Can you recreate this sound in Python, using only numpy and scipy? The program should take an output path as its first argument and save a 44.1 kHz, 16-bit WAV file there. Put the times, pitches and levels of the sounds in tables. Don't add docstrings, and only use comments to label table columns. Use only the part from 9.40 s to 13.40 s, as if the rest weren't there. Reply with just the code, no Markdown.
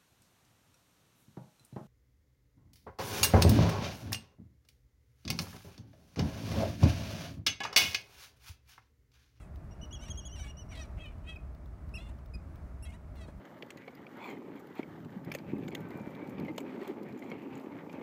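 import sys
import numpy as np
from scipy import signal
from scipy.fft import rfft, irfft, next_fast_len
from scipy.io import wavfile
from scipy.ndimage import map_coordinates

SR = 44100
rng = np.random.default_rng(int(sys.argv[2]) if len(sys.argv) > 2 else 0)


def to_wav(s):
    ch = np.atleast_2d(s).T
    pcm = np.round(np.clip(ch, -1, 1) * 32767)
    wavfile.write(sys.argv[1], SR, pcm.astype(np.int16))


N = 176400


def amp(db):
    return 10 ** (np.asarray(db) / 20)


def unit(x):
    return x / np.sqrt(np.mean(x ** 2) + 1e-20)


def clock():
    return np.arange(N) / SR


def along(colour, hz):
    points_hz, levels_db = np.transpose(colour)
    return np.interp(np.log(hz + 1), np.log(points_hz + 1), levels_db)


def wobble(rate):
    return map_coordinates(rng.standard_normal(int(N * rate / SR) + 4), [clock() * rate])


def filtered(x, response):
    size = next_fast_len(len(x) + 8192)
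    return irfft(rfft(x, size) * response(np.fft.rfftfreq(size, 1 / SR)), size)[:len(x)]


def noise(colour, size):
    return unit(filtered(rng.standard_normal(size), lambda hz: amp(along(colour, hz))))


def gate(t, start, end, edge_s):
    return np.sin(np.pi / 2 * np.clip(np.minimum(t - start, end - t) / edge_s + .5, 0, 1)) ** 2


def taps(rows, colour, fade_s, attack_s=0.00014):
    out, t = np.zeros(N + SR), np.arange(SR // 4) / SR
    shape = np.exp(-np.log(1000) * t / fade_s) * (1 - np.exp(-t / attack_s))
    for start, db in rows:
        out[round(start * SR):][:len(t)] += amp(db) * noise(colour, len(t)) * shape
    return out[:N]


def whistle(hz, gains, jitter, flutter_db=1.37):
    phase = 2 * np.pi * np.cumsum(hz * (1 + jitter * wobble(700)[:len(hz)])) / SR
    return np.sqrt(2) * sum(gain * amp(flutter_db * wobble(89.54)[:len(hz)]) * np.sin(k * phase)
                            for k, gain in enumerate(gains, 1))


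# frequency_hz, level_db
RUMBLE_COLOUR = [(20, -36), (30, -16), (42, -6.5), (55, -1), (66, 1), (80, -4), (110, -12), (170, -15.5),
                 (250, -24.5), (400, -36), (900, -68)]
AIR_COLOUR = [(100, 4), (280, 2), (400, -1.5), (500, -7.5), (620, 2), (760, -6), (1000, -8), (1250, -8),
              (1600, -13.5), (2200, -18), (3200, -30), (5000, -31), (9000, -35.5), (15500, -41.5)]
# time_s, boost_db
RUMBLE_SWELLS = [(.16, 4), (.25, 6.5), (.43, 7), (0.699, 6), (1.02, 5.5), (1.575, 7.5), (2.48, 5.5),
                 (2.58, 0.5), (2.96, 9), (3.11, 3), (3.42, 5), (3.98, 6.5)]
# time_s, change_db
AIR_DRIFT = [(0, 0), (1, 0.8), (1.8, .5), (2.2, -1), (2.7, 0), (3.3, -.5), (4, -0.5)]


def wind(rumble_db=-45, air_db=-56, swell_s=0.014):
    t = clock()
    swell_db = sum(db * np.exp(-((t - time) / swell_s) ** 2) for time, db in RUMBLE_SWELLS)
    rumble = noise(RUMBLE_COLOUR, N) * amp(rumble_db + swell_db + 1.1 * wobble(14))
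    drift_db = np.interp(t, *np.transpose(AIR_DRIFT))
    air = noise(AIR_COLOUR, N) * amp(air_db + drift_db + 0.8 * wobble(4.18))
    return rumble + air


# time_s, pitch_hz, level_db, roughness (0 to 1)
HARSH_NOTES = [ (2460, 2.7, -7, [(0, 687, -63, 0.2), (.03, 650, -68.5, 0.1), (.08, 610, -89, .5)]),
               (3360, 6.5, -9, [(.605, 730, -67, 0.4), (.635, 757, -54, 0.15), (.655, 784, -63, 0.1),
               (.672, 917, -62, 0.5), (.70, 942, -55.5, 0.86)]), (3600, 8, -7, [(.956, 1090, -60, .45),
               (.98, 820, -60, .35), (1.003, 752, -55, .08), (1.04, 755, -63, .25), (1.07, 865, -62, .25),
               (1.118, 830, -72, .5)]), (2440, 9.4, -18, [(.98, 550, -64, 0.4), (1.0, 585, -72, 0.25),
               (1.04, 571, -55.5, .1), (1.08, 557, -61.5, .2), (1.11, 591, -74, .3)]),
               (2560, 5, -14, [(1.30, 908, -70, .7), (1.322, 768, -55, .3), (1.35, 685, -53, 0.3)]),
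               (3950, 9, -11, [(1.351, 672, -53, .8), (1.374, 648, -54, .35), (1.401, 645, -50, .05),
               (1.43, 603, -56, .08), (1.465, 552, -70, .2)]), (2710, 15, -22, [(1.57, 720, -65.5, 0.75),
               (1.592, 663, -59.5, 0.5), (1.607, 643, -53.5, 0.08), (1.632, 658, -54.5, 0.03),
               (1.667, 595, -55, 0), (1.695, 601, -67, .2), (1.74, 557, -74, 0.6)]),
               (2920, 16, -18, [(1.838, 600, -71, .9), (1.862, 618, -66, .4), (1.88, 643, -51, .03),
               (1.901, 652, -47.5, .02), (1.922, 644, -53, .03), (1.955, 618, -69, .1)]),
               (3200, 17, -13, [(2.579, 659, -50.5, 0), (2.60, 671, -53.5, 0.02), (2.617, 705, -63, 0.14),
               (2.645, 706, -65, .04), (2.672, 693, -62, 0.06), (2.685, 726, -68, 0.3)]),
               (2900, 5.4, -9.5, [(2.684, 840, -64, .3), (2.702, 940, -66.5, 0.2), (2.722, 1026, -75, .3)]),
               (3330, 6.3, -22, [(3.452, 653, -60, 0.1), (3.472, 656, -62, 0), (3.50, 647, -83, .3)]),
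               (2360, 9.4, -10.5, [(3.46, 722, -68, 0.3), (3.495, 712, -59, 0.06), (3.518, 729, -63.5, .15),
               (3.533, 902, -62.5, 0.4), (3.548, 973, -60, 0), (3.57, 1010, -75, 0.4)]),
               (3850, 6, -13, [(3.753, 720, -67, .95), (3.772, 700, -67, .3), (3.80, 667, -60, .08),
               (3.821, 651, -56, .04), (3.85, 630, -64, .15), (3.865, 620, -73, .5)]),
               (3600, 8.5, -9, [(3.86, 767, -76, .7), (3.885, 837, -65.5, 0.2), (3.91, 845, -78, .5)])]
# frequency_hz, level_db
THROAT_COLOUR = [(200, -25), (600, -1), (850, 6), (1350, -3), (2000, 4), (2600, 1), (3250, -5),
                 (4000, -5.5), (4800, -13), (5900, -10.5), (7000, -17.5), (8700, -17.5), (10500, -28),
                 (14000, -42)]
HISS_COLOUR = [(1500, -28), (3500, -14), (5000, -12), (7000, 0), (9000, 0), (11300, -7.5), (12000, -9),
               (15500, -16)]


def harsh_notes(edge_s=0.0042, ring_octaves=0.43, flutter_db=3.5, shimmer_db=2.07, rasp_db=-1.5):
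    out, shake, shimmer = np.zeros(N), wobble(1200), wobble(130)
    k = np.arange(1, 19)[:, None]
    for ring_hz, boost_db, hiss_db, path in HARSH_NOTES:
        def throat(f):
            ring = np.exp(-(np.log2((f + 1) / ring_hz) / ring_octaves) ** 2)
            return amp(along(THROAT_COLOUR, f) + boost_db * ring)

        times, *columns = np.transpose(path)
        near = (clock() > times[0] - edge_s) & (clock() < times[-1] + edge_s)
        t = clock()[near]
        hz, db, rough = [np.interp(t, times, column) for column in columns]
        jitter = 0.0018 + 0.016 * rough
        phase = 2 * np.pi * np.cumsum(hz * (1 + jitter * shake[near])) / SR
        flutter = np.array([map_coordinates(row, [(t - t[0]) * 60])
                            for row in rng.standard_normal((len(k), 32))])
        gains = throat(k * hz) * amp(flutter_db * flutter)
        harmonics = gains * np.sin(k * phase + rng.uniform(0, 2 * np.pi, k.shape))
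        buzz = harmonics.sum(0) / np.sqrt((gains ** 2).sum(0) / 2)
        pulses = 1 + np.cos(phase)
        rasp = unit(filtered(rng.standard_normal(len(t)) * pulses, throat))
        hiss = unit(filtered(rng.standard_normal(len(t)) * pulses, lambda f: amp(along(HISS_COLOUR, f))))
        voice = amp(db) * (np.sqrt(1 - rough) * buzz + amp(rasp_db) * np.sqrt(rough) * rasp)
        voice += hiss * amp(-62 + hiss_db + 0.63 * (db + 60))
        out[near] += voice * amp(shimmer_db * shimmer[near]) * gate(t, times[0], times[-1], edge_s)
    return out


# frequency_hz, level_db
TICK_COLOUR = [(500, -15), (3800, 3), (5500, -2), (7500, -17), (12000, -9), (15000, 3)]


def ticks(first_s=.1588, every_s=.3, level_db=-58):
    rows = [(start, level_db + rng.normal(0, 1.7)) for start in np.arange(first_s, N / SR, every_s)]
    return taps(rows, TICK_COLOUR, fade_s=0.012)


# start_s, level_db
CLICKS = [(.159, -59), (1.783, -66), (2.148, -58.5), (2.492, -62), (2.561, -72), (2.787, -61.5),
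          (2.860, -61), (3.157, -57)]
# frequency_hz, level_db
CLICK_COLOUR = [(500, -16), (2500, 3), (5300, 3), (7000, -14), (12000, -12), (15000, -2.5)]


def clicks():
    return taps(CLICKS, CLICK_COLOUR, fade_s=0.016)


# peak_s, before_s, after_s, top_hz, base_db, octave_db
SWINGS = [(.323, 0.014, 0.016, 2840, -68.5, -64), (.433, 0.019, 0.023, 2974, -50.5, -55),
          (.541, 0.032, 0.036, 3170, -52.5, -52.5), (.635, 0.044, 0.036, 3090, -56.5, -54),
          (.712, 0.05, 0.05, 3170, -62, -53), (.788, 0.032, 0.047, 3170, -56.5, -56.5),
          (.865, 0.03, 0.036, 3170, -54.5, -57), (.938, 0.043, 0.042, 3086, -55, -52),
          (1.015, 0.035, 0.027, 3000, -62, -50), (1.099, .020, 0.015, 2873, -51.5, -56),
          (1.197, 0.027, 0.035, 2995, -58.5, -52.5), (1.314, 0.025, 0.03, 2920, -68, -58.5),
          (1.426, 0.013, 0.0098, 2916, -67.5, -51)]
# start_s, length_s, pitch_hz, base_db, octave_db
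FLIPS = [(0.528, 0.026, 3325, -51, -52.5), (0.702, 0.019, 3276, -53.5, -47),
         (.775, 0.025, 3277, -55.5, -48.5), (0.853, 0.026, 3340, -55, -49.5)]


def whinny(low_hz=2752.0, swing_s=.023, sag_hz=44, edge_s=0.0024):
    t = clock()
    hz = np.full(N, low_hz)
    base, octave, flipped = np.zeros((3, N))
    for peak, before, after, top_hz, base_db, octave_db in SWINGS:
        arch = np.exp(-((t - peak) / swing_s) ** 2)
        hz += (top_hz - low_hz) * arch
        dip_db = -3.5 - 7 * (1 - arch)
        effort = gate(t, peak - before, peak + after, edge_s) * amp(dip_db)
        base += effort * amp(base_db)
        octave += effort * amp(octave_db)
    for start, length, flip_hz, base_db, octave_db in FLIPS:
        flip = gate(t, start, start + length, edge_s)
        progress = np.clip((t - start) / length, 0, 1)
        hz += flip * (flip_hz - sag_hz * progress ** 2 - hz)
        base += flip * (amp(base_db) - base)
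        octave += flip * (amp(octave_db) - octave)
        flipped += flip
    base *= amp(1.5 * wobble(120))
    third = octave * amp(-20.5 + 3.5 * flipped)
    fourth = octave * amp(-28 - 5 * flipped)
    return whistle(hz, [base, octave, third, fourth], jitter=0.0014)


# start_s, length_s, first_hz, middle_hz, last_hz, harmonics_db (five levels)
SQUEAKS = [(1.959, 0.014, 2610, 2500, 2450, [-53, -73, -84, -90, -90]),
           (2.540, 0.037, 2590, 2790, 2530, [-46.5, -57, -69, -66, -88]),
           (2.938, 0.022, 2510, 2480, 2467, [-57, -59, -79, -70.5, -92]),
           (3.425, 0.029, 2660, 2790, 2700, [-63, -66.5, -64.5, -59, -77])]


def squeaks():
    out = np.zeros(N)
    for start, length, first_hz, middle_hz, last_hz, harmonics_db in SQUEAKS:
        near = abs(clock() - start - length / 2) < length
        t = clock()[near]
        progress = np.clip((t - start) / length, 0, 1)
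        slide_hz = first_hz + (last_hz - first_hz) * progress
        bend_hz = (middle_hz - (first_hz + last_hz) / 2) * np.sin(np.pi * progress) ** 2
        tone = whistle(slide_hz + bend_hz, amp(harmonics_db), jitter=.003)
        out[near] += tone * gate(t, start, start + length, edge_s=.005)
    return out


# start_s, level_db
NEST_BUMPS = [(2.026, -51), (3.85, -48), (3.883, -41)]
# frequency_hz, level_db
BUMP_COLOUR = [(80, -2), (180, -4), (400, -6), (700, -10), (1500, -22), (4000, -48), (9000, -90)]


def nest_bumps():
    return taps(NEST_BUMPS, BUMP_COLOUR, fade_s=0.056, attack_s=0.0028)


# delay_s, level_db
ECHOES = [(.0043, -12.5), (.0125, -23), (0.029, -23.5)]
# frequency_hz, level_db
ECHO_COLOUR = [(1000, -4.5), (3000, 3), (4300, -6.5), (6000, -4.5), (12000, -15)]


def add_echo(x, tail_db=-14.5, fade_s=.3):
    t = np.arange(SR // 2) / SR
    tail = rng.standard_normal(len(t)) * np.exp(-np.log(1000) * t / fade_s)
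    bounces = amp(tail_db) * tail / np.linalg.norm(tail)
    for delay, db in ECHOES:
        bounces[round(delay * SR)] += amp(db)
    echo = signal.fftconvolve(x, bounces)[:N]
    return x + filtered(echo, lambda hz: amp(along(ECHO_COLOUR, hz)))


def scene():
    calls = whinny() + squeaks() + harsh_notes()
    return (add_echo(calls + clicks()) + nest_bumps() + ticks() + wind())[None]


def record(dry):
    return np.array([filtered(x, lambda hz: hz < 15750) for x in dry])


dry = scene()
out = record(dry)
to_wav(out)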